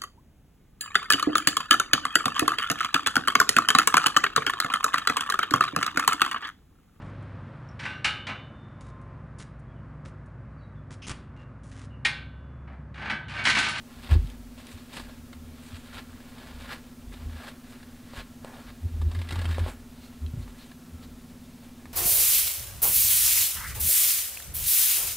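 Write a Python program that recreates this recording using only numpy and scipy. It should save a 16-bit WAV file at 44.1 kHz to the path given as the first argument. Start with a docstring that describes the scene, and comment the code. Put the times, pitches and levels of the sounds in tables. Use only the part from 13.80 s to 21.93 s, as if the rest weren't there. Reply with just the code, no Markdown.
"""A sponge and bare hands rub a plastic film onto a metal part on a mat, while a beating motor hum and hiss last.
At first clumped pore releases scuff, film and sponge chatter in short creaks, and jolts shake the table's modes.
Light ticks of decaying noise and sparser strokes follow; after four seconds struck modes of the part knock.
Past five seconds creaks crowd together, with hard knocks and dull decaying bumps of the mat.
Then noise brushes softly as skin on film, and a faint rising tone and a broken whistle swell near the end."""
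import sys
import numpy as np
from scipy import signal
from scipy.fft import rfft, irfft, next_fast_len
from scipy.io import wavfile
from scipy.ndimage import uniform_filter1d

SR = 44100
rng = np.random.default_rng(int(sys.argv[2]) if len(sys.argv) > 2 else 0)


def put_to_file(sound):
    """Save the sound as 16-bit audio at rate SR, in the file named by the first command-line argument."""
    columns = np.atleast_2d(sound).T  # one column per channel
    safe = np.clip(columns, -1, 1)
    whole_steps = np.round(safe * 32767)
    wavfile.write(sys.argv[1], SR, whole_steps.astype(np.int16))


N = 358533

# Microphone hiss spectrum: (frequency [Hz], relative density [dB per Hz])
HISS_SPECTRUM = [(20, 4), (40, -7.5), (90, 4), (150, -6), (220, -4), (400, -9), (800, -17), (1600, -22),
                 (3200, -24), (6400, -24.5), (12000, -27), (15700, -27.5)]
# Faint noise of opposite sign in the two channels: (frequency [Hz], level relative to the hiss [dB])
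SIDE_NOISE = [(60, -45), (110, -21.5), (200, -67), (380, -22), (700, -21), (1290, -29), (2380, -30.5),
              (4400, -25), (8120, -14), (15000, -10)]
HISS_DB, BAND_EDGE_HZ = -51, 15760

# Motor orders: (multiple of the turning rate [1], level [dB rms])
MOTOR_ORDERS = [(9, -61), (14, -52), (15, -52.5), (16, -63)]
# Faint rising tone, end values held outside: (time [s], level [dB rms], frequency [Hz])
RISING_TONE = [(6.6, -73, 159.5), (7.0, -58.5, 168.5), (7.7, -58, 186.2), (8.0, -68, 188)]
MOTOR_HZ, FIRST_THROB_S = 16.6627, 0.006  # turns a second, moment when the orders first align

# Hands jolt the table; times under 5 ms act as 5 ms: (peak time [s], level of the top's mode [dB],
# its frequency [Hz], 20 dB rise [s], 20 dB fall of the top [s], sway of the legs relative to the top [dB])
TABLE_JOLTS = [(.17, -48, 82.2, -0.06, 0.28, -1), (.322, -13, 77.1, .02, 0.0574, -9.5),
               (.365, -17, 79.6, .04, 0.0636, -6), (.62, -52, 77.6, 0.2, 0.14, 6.5),
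               (.86, -47, 83, 0, -0.18, -10), (.954, -40.5, 85, 0.04, 0.03, -14),
               (1.24, -48, 79.8, .12, .06, 3), (1.42, -49, 78, .1, .13, -8),
               (1.575, -45, 78, 0.05, 0.16, -20), (1.72, -47, 78, .3, 0.13, -20),
               (1.933, -36, 83.7, 0, 0.06, -15), (2.165, -47.5, 85, .13, 0.1, -5),
               (2.33, -47.5, 82.8, 0.1, 0.1, -11), (2.77, -45.5, 75, 0.17, .18, -1.5),
               (3.28, -47.5, 77.7, 0.06, 0.08, 7), (3.475, -33, 78, 0.09, 0.04, -5),
               (3.55, -38, 78.02, 0.22, 0.1, -15), (4.38, -46.5, 88, -0.1, 0.04, 7.5),
               (4.86, -58, 87.7, -0.08, .08, 11.5), (5.06, -23, 82.9, 0.04, 0.03, -28),
               (5.155, -29, 81.5, 0.06, 0.04, -8), (5.215, -26.5, 80.6, .08, .08, -8),
               (5.27, -20.5, 81, 0.08, .05, -14), (5.38, -25.5, 85.7, .08, 0.11, -23),
               (5.47, -39, 83.8, -0.02, 0, -3), (5.59, -26.5, 84, 0.12, 0.11, -13),
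               (5.7, -24, 82.6, .11, .12, -23), (5.82, -22, 82.6, 0.06, .07, -12),
               (6.0, -50.5, 85, 0.26, 0.24, -4), (6.44, -27.5, 78, 0.04, 0.1, -15.5),
               (6.58, -36, 77.7, 0.02, 0.1, -2), (7.15, -37, 81, 0.03, 0.04, -21),
               (7.33, -48, 82.4, 0.2, 0.06, -2), (8.12, -49, 82, 0.2, 1, -15)]
JOLT_ROUNDNESS, SWAY_FALL_RATIO = 1.24, 2.3  # 1 = pointed peak, 2 = round; fall of legs over fall of top
STILL_DB, STILL_HZ, STILL_SWAY_DB = -65, 83.2, -62  # the table between jolts
TOP_WAVER = 0.03  # rms share of the top's frequency
SWAY_HZ, SWAY_DRIFT_HZ = 45.7, 3.1  # centre, rms deviation
RATTLE_HZ, RATTLE_DRIFT_HZ, RATTLE_DB = 350.5, 25, -30  # centre, rms deviation, relative to the top

# Dull bumps: (time [s], nominal level [dB], high modes relative to low [dB], 60 dB decay [s])
DULL_BUMPS = [(0.312, -31, -10, 0.22), (0.351, -28, -1, 0.073), (0.443, -29.5, -23, 0.076),
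              (3.267, -48, -2.5, 0.15), (3.459, -39, -5, 0.1), (5.519, -35, -2.5, 0.15),
              (5.649, -34.5, -7, 0.15), (5.79, -39.5, -3, 0.11), (5.875, -53, 10, 0.12),
              (6.536, -27.5, -19, 0.092), (6.572, -30, -16.5, 0.17)]
# Low, then high modes of mat and table top: two lists of (frequency [Hz], relative level [dB])
MAT_MODES = [(108, 3.5), (135, -1), (160, -20)], [(285, 0.5), (350, 0), (430, -11.5)]

# Faint fuzzy whistle, end values held outside: (time [s], level before its flutter [dB rms])
WHISTLE = [(6.9, -76), (7.2, -71), (7.55, -82)]
WHISTLE_HZ = 1314

# Skin brushes the film: (peak time [s], peak envelope [dB], half length to 1/e [s])
SKIN_BRUSHES = [(6.25, -54.5, 0.04), (6.631, -57.5, .02), (6.818, -54, 0.039), (7.239, -53.5, 0.021)]
# Spectrum of skin on film: (frequency [Hz], relative density [dB per Hz])
SKIN_SPECTRUM = [(2000, -12), (3300, -11.5), (4200, -5.5), (5000, -14), (6000, -18), (9000, -23)]

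# Modes of the metal part on the mat: (frequency [Hz], relative level [dB], 60 dB decay [s])
PART_MODES = [(586, -2.5, 0.013), (783, -15, .025), (982, -10, 0.043), (1210, -6.5, 0.023),
              (1784, 4, 0.017), (2110, 3.5, 0.017), (2770, -1, 0.031), (3230, 6.5, .015), (3900, 4, 0.018)]
MODE_DETUNE = 0.02  # rms share of a mode's frequency
# Taps of nail, ring or part: (time [s], nominal level [dB], struck region [Hz], relative tick [dB])
HAND_TAPS = [(.472, -48, 3100, 10), (0.5, -50, 3100, 17), (0.869, -45, 3140, 14.5), (4.336, -25, 700, -17),
             (4.647, -19.5, 600, -13.5), (5.783, -11.5, 660, -19), (5.863, -16, 600, -32),
             (6.464, -40, 4150, -10), (6.679, -33.5, 1030, -9), (8.056, -30.5, 1152, -7.5),
             (1.946, -44.5, 2990, -4), (1.969, -46, 3000, -2)]

# Slips of sponge and film: (time [s], nominal level [dB], answering region [Hz], relative crack [dB])
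FILM_SLIPS = [(0.291, -33, 985, -9), (0.31, -28.5, 2320, -4), (0.338, -32.5, 1830, -2),
              (1.168, -29, 1810, -1.5), (1.196, -28.5, 1270, -7), (1.53, -37, 1800, -5),
              (2.582, -39.5, 1450, -3), (2.819, -40, 802, 0), (2.93, -30, 1310, -5),
              (3.339, -32.5, 810, -9), (4.029, -38, 1550, -6), (5.215, -30, 980, -8.5),
              (5.314, -33, 982, -6.5), (5.348, -30, 1434, -6), (5.389, -37.5, 1670, -1.5),
              (5.415, -32.5, 3160, -1.5), (5.488, -33, 2078, 1), (5.507, -29, 2257, 0),
              (5.523, -28, 1650, -1), (5.54, -31, 1134, -14), (5.556, -26.5, 1094, -5.5),
              (5.59, -25.5, 1702, -8), (5.615, -28, 1090, -5), (5.644, -26, 1091, -10),
              (5.654, -24, 2635, -6), (5.69, -29.5, 1133, -8), (5.709, -32.5, 1076, -2.5),
              (5.744, -28, 1687, -6.5), (5.792, -30.5, 2000, -2.5), (6.915, -41, 1250, -3)]
SLIP_S = 0.0094  # time scale of one run of chatter

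# Strokes of sponge and fingers; times under 5 ms act as 5 ms: (peak time [s], scrape level [dB],
# 20 dB rise [s], 20 dB fall [s], film rustle relative to scrape [dB], dull drag relative to scrape [dB])
RUB_STROKES = [(.12, -60, 0.1, .3, -2, 0), (.23, -57.5, 0.05, 0.23, 1, -10),
               (0.331, -45, 0.13, 0.0662, -1, 1.5), (.5, -64.5, 0.5, 0.2, 0.5, 0),
               (.78, -59.5, -0.04, .4, 0.5, 3), (.94, -59.5, 0.2, 0.37, 2.5, -5.5),
               (1.145, -53.5, .04, .1, 6, 1), (1.185, -48, 0.0649, 0.07, 5, 1),
               (1.269, -56.5, 0, 0.12, -2.5, 2), (1.53, -53.5, -0.07, 0.05, -2, -9),
               (1.92, -57.5, 0.27, 0.48, 1, -5), (2.14, -48, 0.05, .1, -3.5, -6),
               (2.185, -46.5, .1, .045, 0, -2), (2.4, -64.5, 0.5, .4, 1.5, 0),
               (2.69, -56, 0.45, 0.2, -2.5, 0.8), (2.84, -55.5, 0.18, 0.23, 2.5, -2),
               (2.926, -41, 0.0851, 0.0558, -3.5, -7), (3.34, -53.5, .04, 0.04, -4, -2),
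               (3.43, -61, 0.2, 0.25, 0.5, 1), (3.63, -50, 0.21, 0.18, -5, -3),
               (3.695, -52, 0.16, .05, 3, 0.5), (3.93, -60.5, 0.2, 0.47, -1.5, -7),
               (4.391, -46.5, 0.1251, 0.07, 0, -3.5), (4.65, -54.5, .03, 0.1, -8, 4.5),
               (4.76, -55.5, 0.14, 0.2, -3, 5), (4.88, -56, 0.1, .11, -4, -6),
               (5.2, -63.5, 0.2, -0.3, -7, 2), (5.43, -61, .25, 0.56, 4, 2),
               (5.53, -50, 0.12, .4, -4.5, -8), (5.63, -53, 0.35, 0.16, -7, 2),
               (5.72, -49, 0.09, .15, -3.5, -4), (5.8, -50, .15, 0.16, -4, -2.5),
               (5.885, -49, 0.2, 0.09, 0, 1.5), (6.85, -65, 0.7, 0.1, 3, -2)]
STROKE_ROUNDNESS = 1.16
# Hands lying on the film between strokes: (scrape level [dB], relative rustle [dB], relative drag [dB])
RESTING_HANDS = (-69, 0, 1)
# Friction spectra from low to high, each: (frequency [Hz], relative density [dB per Hz])
DRAG_SPECTRUM = [(200, -3), (420, 1), (600, 5.5), (1000, 1.5), (1300, -19), (1800, -51)]
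SCUFF_SPECTRUM = [(200, 11.5), (420, 1), (600, 5), (1000, 1.5), (1700, 0), (2300, 2), (3200, -39)]
SCRAPE_SPECTRUM = [(700, -28), (1100, 1), (1700, 5), (2300, -8), (3200, -23)]
RUSTLE_SPECTRUM = [(1500, -21), (2300, 1), (3700, 2), (4600, -2.5), (5200, -6), (5800, -17.5), (7000, -80)]
FIZZ_SPECTRUM = [(4500, -50), (6000, -4.5), (8200, 2.5), (10500, -5.5), (13000, -10), (15500, -28)]


def gain_of(db):
    """Logarithmic levels: 20 dB is a factor of ten in amplitude."""
    return 10 ** (np.asarray(db) / 20)


def evened(x):
    """Normalisation: mean power becomes one."""
    return x / np.sqrt(np.mean(x ** 2) + 1e-20)


def curves(rows):
    """Linear interpolation of each column over time."""
    s, *columns = np.transpose(rows)
    return [np.interp(np.arange(N) / SR, s, column) for column in columns]


def coloured(x, points):
    """Linear filtering: a spectrum drawn on a log-frequency axis weights the input."""
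    f, db = np.transpose(points)
    size = next_fast_len(len(x))
    hz = np.fft.rfftfreq(size, 1 / SR)
    weights = gain_of(np.interp(np.log(hz + 1), np.log(f + 1), db))
    return irfft(rfft(x, size) * weights, size)[:len(x)]


def drift(seconds):
    """Low-passed chance: white noise averaged twice wanders slowly with rms 1."""
    size = max(round(seconds * SR), 1)
    once = uniform_filter1d(rng.standard_normal(N), size)
    return evened(uniform_filter1d(once, size))


def tone(hz):
    """Phase accumulation: summed frequency gives a sine of rms 1."""
    return np.sqrt(2) * np.sin(2 * np.pi * (np.cumsum(hz) / SR + rng.random()))


def add(mix, s, sound):
    """Superposition: adds a sound at its time, cut at the end."""
    part = mix[round(s * SR):][:len(sound)]
    part += sound[:len(part)]


def swells(s, db, rise, fall, roundness, rest_db):
    """Rising and decaying power: one row a swell, the rest level last, a thousand points a second."""
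    lag = np.arange(0, N / SR + .01, .001) - s[:, None]
    span = np.where(lag < 0, rise[:, None], fall[:, None])
    steps = abs(lag) / np.maximum(span, .005)
    levels = db[:, None] - 20 * steps ** roundness
    rest = np.full(lag.shape[1], rest_db)
    return gain_of(np.vstack([levels, rest])) ** 2


def follow(power, values=None):
    """Power summation: the total level in dB, or a value per swell averaged by power."""
    if values is None:
        slow = 10 * np.log10(power.sum(0))
    else:
        slow = values @ power / power.sum(0)
    return np.interp(np.arange(N) / SR, np.arange(len(slow)) / 1000, slow)


def hum():
    """Beating: neighbouring orders of one motor align once a turn; a faint tone rises beside them."""
    turns = MOTOR_HZ * (np.arange(N) / SR - FIRST_THROB_S)
    orders = np.zeros(N)
    for k, db in MOTOR_ORDERS:
        wavering = gain_of(db + 0.7 * drift(0.27))
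        orders += wavering * np.sqrt(2) * np.cos(2 * np.pi * k * turns)
    db, hz = curves(RISING_TONE)
    return orders + gain_of(db) * tone(hz)


def room(x):
    """Reverberation: sparse echoes of random sign decay exponentially."""
    t = np.arange(9000) / SR
    signs = rng.choice([-1., 1.], len(t))
    present = (rng.random(len(t)) < .05) * (t > .003)
    echoes = signs * present * gain_of(-60 * t / 0.053)
    return signal.oaconvolve(x, echoes / np.linalg.norm(echoes))[:N]


def table():
    """Modal vibration: the top wavers under load, slack joints add its octave, and the legs sway below."""
    s, db, hz, rise, fall, sway_db = np.transpose(TABLE_JOLTS)
    power = swells(s, db, rise, fall, JOLT_ROUNDNESS, STILL_DB)
    legs = swells(s, db + sway_db, rise, SWAY_FALL_RATIO * fall, JOLT_ROUNDNESS, STILL_SWAY_DB)
    top_hz = follow(power, np.append(hz, STILL_HZ))
    top = tone(top_hz * (1 + TOP_WAVER * drift(0.0299)))
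    octave = gain_of(-22.0) * (top ** 2 - 1)  # squaring doubles the frequency
    # a higher mode of the top, stirred by the shaking
    rattle = gain_of(RATTLE_DB) * tone(RATTLE_HZ + RATTLE_DRIFT_HZ * drift(.02))
    sway = tone(SWAY_HZ + SWAY_DRIFT_HZ * drift(0.037))
    return gain_of(follow(power)) * (top + octave + rattle) + gain_of(follow(legs)) * sway


def bumps():
    """Damped modes: a soft blow swells in a few milliseconds and dies in the mat."""
    out, t = np.zeros(N), np.arange(16384) / SR
    low, high = (sum(gain_of(db) * np.sin(2 * np.pi * hz * t) for hz, db in modes) for modes in MAT_MODES)
    for s, db, high_db, t60 in DULL_BUMPS:
        envelope = gain_of(-60 * t / t60) * (1 - np.exp(-t / 0.0022))
        add(out, s, gain_of(db) * envelope * (low + gain_of(high_db) * high))
    return out


def squeak():
    """Frequency and amplitude modulation: a thin whistle wavers and breaks up."""
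    flutter_db = 6.7 * np.minimum(drift(0.014), 1.2)
    hz = WHISTLE_HZ * (1 + 0.0292 * drift(0.00597))
    return gain_of(curves(WHISTLE)[0] + flutter_db) * tone(hz)


def swishes():
    t = np.arange(N) / SR
    swell = sum(gain_of(db) * np.exp(-((t - s) / half) ** 2) for s, db, half in SKIN_BRUSHES)
    return swell * evened(coloured(rng.standard_normal(N), SKIN_SPECTRUM))


def knock(hz, detune, t):
    """Modal excitation: the part's modes nearest the given frequency ring most."""
    ring = np.zeros(len(t))
    for (f, db, t60), u in zip(PART_MODES, detune):
        level = db - 60 * t / t60 - 19.4 * np.log2(f / hz) ** 2
        ring += gain_of(level) * np.sin(2 * np.pi * f * (1 + MODE_DETUNE * u) * t)
    return ring


def taps():
    """Impact: a bright tick of a few milliseconds and one knock of the part."""
    out, t = np.zeros(N), np.arange(4000) / SR
    for s, db, hz, tick_db in HAND_TAPS:
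        burst, detune = rng.standard_normal(len(t)), rng.standard_normal(len(PART_MODES))
        tick = evened(coloured(burst, RUSTLE_SPECTRUM)) + 0.7 * evened(coloured(burst, FIZZ_SPECTRUM))
        fading_tick = 0.25 * gain_of(tick_db - 60 * t / 0.018) * tick
        add(out, s, gain_of(db) * (0.51 * knock(hz, detune, t) + fading_tick))
    return out


def slips():
    """Stick-slip: a short run of chatter cracks in the film and also shakes the part."""
    out, t = np.zeros(N), np.arange(4000) / SR
    run = np.exp(-(t / SLIP_S) ** 2) * (1 - np.exp(-t / 0.00022))  # quick onset, then release
    for s, db, hz, crack_db in FILM_SLIPS:
        burst, detune = rng.standard_normal(len(t)), rng.standard_normal(len(PART_MODES))
        body = evened(0.44 * coloured(burst, SCUFF_SPECTRUM) + coloured(burst, RUSTLE_SPECTRUM))
        crack = body + gain_of(-11.5) * evened(coloured(burst, FIZZ_SPECTRUM))
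        ring = signal.oaconvolve(run * burst, knock(hz, detune, t))[:len(t)]
        shaken_part = 0.44 * ring / abs(ring).max()
        add(out, s, gain_of(db) * (shaken_part + .5 * gain_of(crack_db) * run * crack))
    return out


def rubbing():
    """Friction as shot noise: thousands of pores catch and let go in clumps, a few of them larger."""
    s, peak_db, rise, fall, rustles, drags = np.transpose(RUB_STROKES)
    rest_db, rest_rustle, rest_drag = RESTING_HANDS
    power = swells(s, peak_db, rise, fall, STROKE_ROUNDNESS, rest_db)
    db = follow(power)
    rustle_db = follow(power, np.append(rustles, rest_rustle))
    drag_db = follow(power, np.append(drags, rest_drag))
    sizes = gain_of(1.15 * np.minimum(rng.exponential(1, N), 5) + 1.62 * drift(0.014))
    releases = rng.random(N) < 9000 / SR  # 9000 a second on average
    pores = evened(sizes * rng.standard_normal(N) * releases)
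    fizz_db = 1.7 * rustle_db - 12.5 + 4.2 * drift(0.042)  # the finest pores follow the rustle
    layers = [(SCRAPE_SPECTRUM, 0.27 * drift(0.0083)),
              (RUSTLE_SPECTRUM, rustle_db + 1.46 * drift(0.066)),
              (FIZZ_SPECTRUM, fizz_db),
              (DRAG_SPECTRUM, drag_db)]
    return sum(gain_of(db + more_db) * evened(coloured(pores, colour)) for colour, more_db in layers)


def scene():
    """Superposition: close contact sounds excite the room; table, bumps and hum join dry."""
    close = rubbing() + slips() + taps() + swishes() + squeak()
    both = close + gain_of(-10.5) * room(close) + table() + bumps() + hum()
    return np.array([both, both])


def record(dry):
    """Shared hiss plus a faint noise of opposite sign in the two channels; a low-pass limits the band."""
    hiss, other = (coloured(rng.standard_normal(N), HISS_SPECTRUM) for _ in range(2))
    scale = gain_of(HISS_DB) / np.std(hiss)
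    side = coloured(other, SIDE_NOISE)
    noisy = dry + scale * np.array([hiss + side, hiss - side])
    low_pass = signal.firwin(1023, BAND_EDGE_HZ, window=("kaiser", 10), fs=SR)
    return signal.oaconvolve(noisy, low_pass[None], "same")


dry = scene()
out = record(dry)
put_to_file(out)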